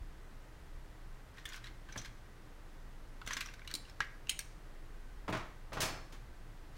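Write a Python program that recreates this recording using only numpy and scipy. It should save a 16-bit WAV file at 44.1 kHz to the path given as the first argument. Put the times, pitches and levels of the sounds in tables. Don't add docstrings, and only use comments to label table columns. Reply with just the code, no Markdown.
import sys
import numpy as np
from scipy import signal
from scipy.fft import rfft, irfft, next_fast_len
from scipy.io import wavfile
from scipy.ndimage import uniform_filter1d, map_coordinates

SR = 44100
rng = np.random.default_rng(int(sys.argv[2]) if len(sys.argv) > 2 else 0)


def to_wav(s):
    ch = np.atleast_2d(s).T
    pcm = np.round(np.clip(ch, -1, 1) * 32767)
    wavfile.write(sys.argv[1], SR, pcm.astype(np.int16))


N = 298557

# (time [s], level [dB])
RUMBLE_DRIFT = [(0.0, -38), (0.05, -45), (0.15, -53), (0.36, -49.5), (0.6, -57.5), (0.77, -45.5),
                (0.9, -54), (1.13, -46.5), (1.32, -61), (1.47, -51.5), (2.17, -51), (2.28, -56),
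                (2.96, -49), (3.69, -53.5), (5.37, -46.5), (5.56, -53.5), (5.64, -48), (6.77, -50.5)]
# (centre [Hz], width [Hz], relative level [dB])
DRONE_MODES = [(25.9, 9.6, 0)]
# (centre [Hz], width [Hz], relative level [dB])
HUM_MODES = [(118.4, 5.3, 2.5), (65.3, 5.7, 4), (312, 27, -11.5), (1254, 5, -12.5), (1540, 11, -14),
             (1938, 130, -22.5)]
# (frequency [Hz], relative level [dB])
AIR_COLOUR = [(28, -31), (48, -5.5), (76, -11), (91, -16.5), (102, -9), (121, -8), (207, -16.5), (307, -16),
              (578, -20), (669, -20.5), (1120, -22), (1960, -25), (2210, -28.5), (15200, -45), (16400, -46)]
# (time [s], nominal peak [dB], low ring [Hz], high ring [Hz],
# high ring level [dB], brightness [dB per octave], chatter t60 [s])
CLACKS = [(1.372, -47, 1810, 3700, 6, -3, 0.025), (1.3818, -43, 1920, 4030, 6, -3, 0.031),
          (1.4535, -31, 1730, 3500, 10, 2.5, 0.046), (1.4884, -39.5, 1840, 6860, 8, 5.5, 0.05),
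          (1.5312, -38, 3350, 4840, 6.5, 2, 0.054), (1.5423, -34, 1480, 3400, 2, -3.5, 0.03),
          (1.5593, -44, 1470, 5270, 5, 8, 0.042), (1.641, -38, 1900, 3900, 10, 0, 0.037),
          (1.6686, -40, 2100, 3840, 14, -2, 0.046), (1.8873, -42, 1670, 2700, 5, -6, 0.045),
          (1.9236, -38.5, 1660, 5900, 15, 0, 0.039), (1.9571, -33.5, 1630, 4380, 2, -12, 0.033),
          (1.975, -34.5, 3270, 6040, 18, 2.5, 0.077), (2.0144, -41.5, 2090, 6200, 12, -1, 0.039),
          (2.0469, -39, 1690, 5200, 8, 0, 0.046), (2.0567, -39, 1590, 4200, 8, 1, 0.033),
          (3.2148, -37.5, 1330, 4250, 1, -5.5, 0.027), (3.2629, -38.5, 1210, 7070, 6, 1.2, 0.027),
          (3.2742, -28.5, 1520, 6000, 2, 1.5, 0.034), (3.3074, -25.5, 1680, 4500, 2, -3.5, 0.043),
          (3.3328, -26.5, 2160, 6150, 12.5, 3.5, 0.034), (3.3671, -26, 1610, 5240, 2, -1, 0.052),
          (3.4069, -27, 2400, 4110, 3, 0.7, 0.039), (3.4586, -36, 1180, 5740, 10, 1.7, 0.04),
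          (3.471, -45, 1110, 5800, 8, .6, .025), (3.486, -39.5, 2710, 5700, 9, -5, 0.024),
          (3.5377, -40, 1540, 4200, 7, 1, 0.023), (3.5932, -43, 1570, 4180, 0, -3.5, .025),
          (3.6176, -41.5, 2270, 4040, 3, -12, 0.013), (3.6475, -46, 1860, 3810, 6, -2, 0.026),
          (3.675, -32, 3030, 3980, 5.5, -.8, 0.021), (3.712, -34, 1890, 4470, 5, 4, 0.015),
          (3.739, -24, 4030, 8700, 5, 4.5, .018), (3.7508, -26, 4350, 9600, 7, 2, 0.03),
          (3.8513, -46.5, 2800, 4090, 3, -1.5, 0.022), (3.896, -45, 2120, 5360, 9, 2, 0.031),
          (4.004, -17, 1470, 2900, 6, -6, 0.015), (4.0107, -30, 1870, 3800, 0, -6, 0.044),
          (4.0163, -38.5, 2100, 4550, 7, -4, 0.13), (4.0446, -51, 2110, 4050, 5, 2, .028),
          (4.27, -41, 2700, 6090, -1, -3, 0.021), (4.2863, -41, 2480, 4400, 6, 1, .028),
          (4.2935, -17.5, 3050, 6640, 5, 3, 0.023), (4.2968, -22, 2600, 8840, 15.5, 6, 0.023),
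          (4.309, -33.5, 2370, 5260, 7, -0.5, 0.062), (4.3907, -24.5, 1650, 8550, 7.5, 5, 0.018),
          (4.404, -38, 2660, 5630, 7, 3, .028)]
# (frequency [Hz], relative level [dB])
CLACK_COLOUR = [(450, -23.5), (950, -15.5), (1800, -9), (3400, -11.5), (7000, -16), (12500, -28)]
# (centre [Hz], width [Hz], relative level [dB])
PLASTIC_MODES = [(1100, 240, -2), (1610, 136, 4.5), (2100, 33, -5.5), (2385, 34, 0), (3270, 250, -16),
                 (4180, 57, 0), (5690, 110, -8), (6150, 410, -6.5), (6340, 90, -3.5), (8700, 350, -18),
                 (12700, 175, -3.5), (14100, 520, -4)]
# (start of full pressure [s], hold [s], level [dB])
STROKES = [(1.387, .005, -55.5), (1.484, 0.044, -58.5), (1.549, 0.017, -53.5), (1.663, .008, -56),
           (1.895, 0.059, -63.5), (1.992, .012, -56), (2.054, 0.0045, -56), (3.29, 0.046, -47.5),
           (3.37, .003, -69), (3.412, 0.0028, -46.5), (3.498, .015, -63), (3.704, 0.0043, -54),
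           (3.88, .015, -64), (6.76, .02, -62.5)]
# (frequency [Hz], relative level [dB])
RUB_COLOUR = [(500, -43), (1000, -6), (1500, 2), (3000, 4.5), (6000, -2), (10000, -12.5), (16000, -24)]
# (delay [s], level [dB])
WALLS = [(.0045, -45.5), (.011, -16.5), (0.0153, -23.5), (.022, -22.5)]
# (frequency [Hz], t60 [s], relative level [dB])
ROOM_TAIL = [(200, 0.25, 11), (1000, 0.23, 3.5), (1520, 0.54, -3.5), (2100, 0.54, 4.5), (2900, 0.32, 2.5),
             (5000, 0.58, -2.5), (12100, 0.3, -1.5)]
# (time [s], starting level of the sine [dB], pitch [Hz])
THUDS = [(1.962, -39, 254), (1.97, -42.5, 109.5), (3.275, -45.5, 223.5), (3.306, -49, 243),
         (3.366, -45.5, 246), (3.741, -43, 298), (4.002, -46, 153), (5.286, -40, 320), (5.298, -38, 116),
         (5.82, -38, 115)]
# (time [s], nominal peak [dB], brightness [dB per octave],
# boom in the table [dB], t60 [s])
DROPS = [(5.2813, -24, -3, 0.5, 0.11), (5.292, -24, -3.5, 3, 0.044), (5.306, -29.5, -2.5, 13, 0.19),
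         (5.327, -23, -1, -5, 0.19), (5.351, -28, 0.1, 5.5, 0.18), (5.371, -34, 1, -20, 0.11),
         (5.395, -33.5, -1.6, -14, 0.39), (5.425, -45, -4.5, -7, 0.38), (5.722, -32, -4.5, -9.5, 0.36),
         (5.732, -34.5, 4.2, 12, 0.26), (5.771, -25.5, -2, -1, 0.24), (5.806, -22, 6.5, 7, 0.23),
         (5.819, -23, 7.5, 26.5, 0.24), (5.83, -24.5, 1.1, 6.5, 0.34), (5.854, -29.5, 6.5, 12, 0.39),
         (5.889, -32.5, -3.5, -4, 0.19), (5.939, -36.5, -3.3, -8, 0.38), (6.125, -41.5, 4.5, 16, 0.26)]
# (frequency [Hz], relative level [dB])
DROP_COLOUR = [(35, -46), (110, -41.5), (350, -43), (1100, -35.5), (3000, -46), (6500, -55), (12000, -70)]
# (centre [Hz], width [Hz], relative level [dB])
TABLE_MODES = [(116, 14, 7), (332, 55, 11), (620, 58, -0.5)]
# (time [s], level [dB])
RINGS = [(5.732, -64), (5.802, -60), (5.82, -52), (5.833, -51), (5.855, -59), (5.89, -59)]
# (nominal pitch [Hz], average relative level [dB], t60 [s])
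DROP_RING = [(640, -2, .2), (940, -3, .3), (2379, 0, .3), (2690, 1, .18), (4410, 0, .4), (4540, -4, .36),
             (5230, 0, .45), (5310, -3, .35), (6020, -2, .1), (6400, -6, .25)]

STEADIED = 0.91
WAVER_DB, WAVER_PER_S = 0.5, 3.3
TILT_HZ = 2500
LOW_RING_DB, RING_T60_S = 7, 0.012
DAMPING_HZ = 3500
CLACK_RISE_S, CLACK_CREST_DB = 0.00125, 11
BASS_EDGE, EDGE_DB_PER_OCTAVE = 0.99, 7.5
SPOT_SHIFT, SPOT_DB = 0.03, 3
PRESS_DB_PER_S, LIFT_DB_PER_S = 520, 335
THUD_CYCLES = 9.2
DROP_RISE_S, DROP_LEAD_S = 0.0008, 0.002
DROP_CREST_DB = 14
BOOM_HZ = 430
DULL_HZ, DULLING_DB_PER_S = 5000, 150
RING_WANDER_HZ = 5
TOP_HZ = 16100


def amp(db):
    return 10 ** (np.asarray(db) / 20)


def unit(x):
    return x / np.sqrt(np.mean(x ** 2) + 1e-20)


def along(points, hz):
    f, v = np.transpose(points)
    return np.interp(np.log(hz + 1), np.log(f + 1), v)


def filtered(x, response):
    m = next_fast_len(len(x) + 8192)
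    return irfft(rfft(x, m) * response(np.fft.rfftfreq(m, 1 / SR)), m)[:len(x)]


def coloured(x, spectrum):
    return unit(filtered(x, lambda hz: amp(along(spectrum, hz))))


def tilted(colour, tilt_db):
    return [(hz, db + tilt_db * np.log2(hz / TILT_HZ)) for hz, db in colour]


def modes(rows):
    def response(f):
        total = 0
        for k, (centre, width, db) in enumerate(rows):
            resonance = 1j * f * width / (centre * centre - f * f + 1j * f * width)
            total = total + (-1) ** k * amp(db) * resonance
        return total
    return response


def grit(spiky_db, grain_s):
    grain = (np.arange(N) / (max(grain_s, 1e-4) * SR)).astype(int)
    catch = np.minimum(rng.exponential(size=N), 3)[grain]
    return unit(rng.standard_normal(N) * amp(spiky_db * catch))


def burst(noise, rise, t60, blow):
    t = np.arange(len(noise)) / SR
    chatter = noise * amp(-60 * t / max(t60, .002)) * (1 - np.exp(-t / max(rise, 1e-4)))
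    return chatter + blow * (np.arange(len(t)) == round(rise * SR))


def ventilation():
    t = np.arange(N) / SR
    drone = filtered(filtered(rng.standard_normal(N), modes(DRONE_MODES)), modes(DRONE_MODES))
    power = np.abs(uniform_filter1d(drone ** 2, SR // 12))
    drone /= np.sqrt(power + 1e-9) ** STEADIED
    waver_db = WAVER_DB * map_coordinates(rng.standard_normal(200), [t * WAVER_PER_S])
    drift_db = np.interp(t, *np.transpose(RUMBLE_DRIFT)) + waver_db
    hum = unit(filtered(rng.standard_normal(N), modes(HUM_MODES)))
    hiss = coloured(rng.standard_normal(N), AIR_COLOUR)
    return amp(drift_db) * unit(drone) + amp(-62.0) * hum + amp(-59) * hiss


def struck_ring(hz, db):
    width = np.log(1000) / np.pi / RING_T60_S
    return hz, width * max(hz / DAMPING_HZ, 1), db


def clacks():
    out, size = np.zeros(N + SR), SR // 5
    spots = rng.standard_normal((len(CLACKS), len(PLASTIC_MODES), 2)) * [SPOT_SHIFT, SPOT_DB]
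    for (s, db, low_hz, high_hz, high_db, tilt_db, t60), spot in zip(CLACKS, spots):
        struck = modes([struck_ring(low_hz, LOW_RING_DB), struck_ring(high_hz, high_db)])
        ringing = modes([(hz * (1 + shift), width, level_db + more_db)
                         for (hz, width, level_db), (shift, more_db) in zip(PLASTIC_MODES, spot)])
        colour = tilted(CLACK_COLOUR, tilt_db)

        def response(f):
            octaves_under = np.maximum(np.log2(BASS_EDGE * low_hz / (f + 1)), 0)
            colour_db = along(colour, f) - EDGE_DB_PER_OCTAVE * octaves_under
            return amp(colour_db) * (.5 + ringing(f) + struck(f))

        force = burst(rng.standard_normal(size), CLACK_RISE_S, t60, blow=3.5)
        hit = filtered(force, response)
        onset_rms = np.sqrt(np.mean(hit[:SR // 200] ** 2))
        out[round(s * SR):][:size] += amp(db - CLACK_CREST_DB) * hit / onset_rms
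    return out[:N]


def rubbing():
    ringing, t = modes(PLASTIC_MODES), np.arange(N) / SR
    grains = filtered(grit(spiky_db=3.5, grain_s=0.0023), lambda f: 0.29 + ringing(f))
    pressure = np.zeros(N)
    for s, hold, db in STROKES:
        press_db = PRESS_DB_PER_S * np.maximum(s - t, 0)
        lift_db = LIFT_DB_PER_S * np.maximum(t - s - hold, 0)
        pressure += amp(db - press_db - lift_db)
    return pressure * coloured(grains, RUB_COLOUR)


def room(x, wet_db):
    out, step = np.zeros(N + 2 * SR), SR // 5
    centres, t60, level_db = np.transpose(ROOM_TAIL)
    for delay, db in WALLS:
        out[round(delay * SR):][:N] += amp(db) * x
    for start in range(0, N, step):
        hz, t, z = signal.stft(rng.standard_normal(SR // 2), SR, nperseg=256)
        start_db = along([*zip(centres, level_db)], hz)[:, None]
        fade_db = start_db - 60 * t / along([*zip(centres, t60)], hz)[:, None]
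        tail = signal.istft(z * amp(fade_db), SR, nperseg=256)[1]
        wet = signal.fftconvolve(x[start:start + step], tail / np.linalg.norm(tail))
        out[start + SR // 150:][:len(wet)] += amp(wet_db) * wet
    return out[:N]


def thuds():
    out, t = np.zeros(N + SR), np.arange(SR // 5) / SR
    for s, db, hz in THUDS:
        boom = np.sin(2 * np.pi * hz * t)
        puff = filtered(rng.standard_normal(len(t)), modes([(694, 570, 16.2)]))
        out[round(s * SR):][:len(t)] += amp(db - 60 * t * hz / THUD_CYCLES) * (boom + 0.42 * puff)
    return out[:N]


def drops():
    out, size = np.zeros(N + SR), SR // 3
    table = modes(TABLE_MODES)
    for s, db, tilt_db, boom_db, t60 in DROPS:
        colour = tilted(DROP_COLOUR, tilt_db)

        def response(f):
            low_boost_db = boom_db / (1 + (f / BOOM_HZ) ** 4)
            return amp(along(colour, f) + low_boost_db) * (1 + table(f))

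        skid = burst(grit(spiky_db=0.5, grain_s=0.0014)[:size], DROP_RISE_S, t60, blow=1.2)
        hit = filtered(skid, response)
        dull = filtered(hit, lambda f: 1 / (1 + 1j * f / DULL_HZ))
        hit = dull + (hit - dull) * amp(-DULLING_DB_PER_S * np.arange(size) / SR)
        onset_rms = np.sqrt(np.mean(hit[:SR // 50] ** 2))
        out[round((s - DROP_LEAD_S) * SR):][:size] += amp(db - DROP_CREST_DB) * hit / onset_rms
    return out[:N]


def rings():
    out, t = np.zeros(N + SR), np.arange(SR // 2) / SR
    for s, db in RINGS:
        for hz, level_db, t60 in DROP_RING:
            phase_step = np.sqrt(2 * np.pi * RING_WANDER_HZ / SR)
            wander = phase_step * np.cumsum(rng.standard_normal(len(t)))
            tone = np.sin(2 * np.pi * hz * (1 + rng.normal(0, 0.0048)) * t + wander)
            strength_db = db + level_db + rng.normal(0, 0.85)
            out[round(s * SR):][:len(t)] += amp(strength_db - 60 * t / t60) * tone
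    return out[:N]


def scene():
    near = clacks() + rubbing() + thuds()
    far = drops() + rings()
    answer = room(near + amp(1.5) * far, wet_db=-13.0)
    return (near + far + answer + ventilation())[None]


def record(dry):
    def response(hz):
        slope_db = -45 * np.clip((hz - TOP_HZ + 300) / 700, 0, 1)
        return amp(slope_db) * (hz < TOP_HZ + 400)
    return filtered(dry[0], response)[None]


dry = scene()
out = record(dry)
to_wav(out)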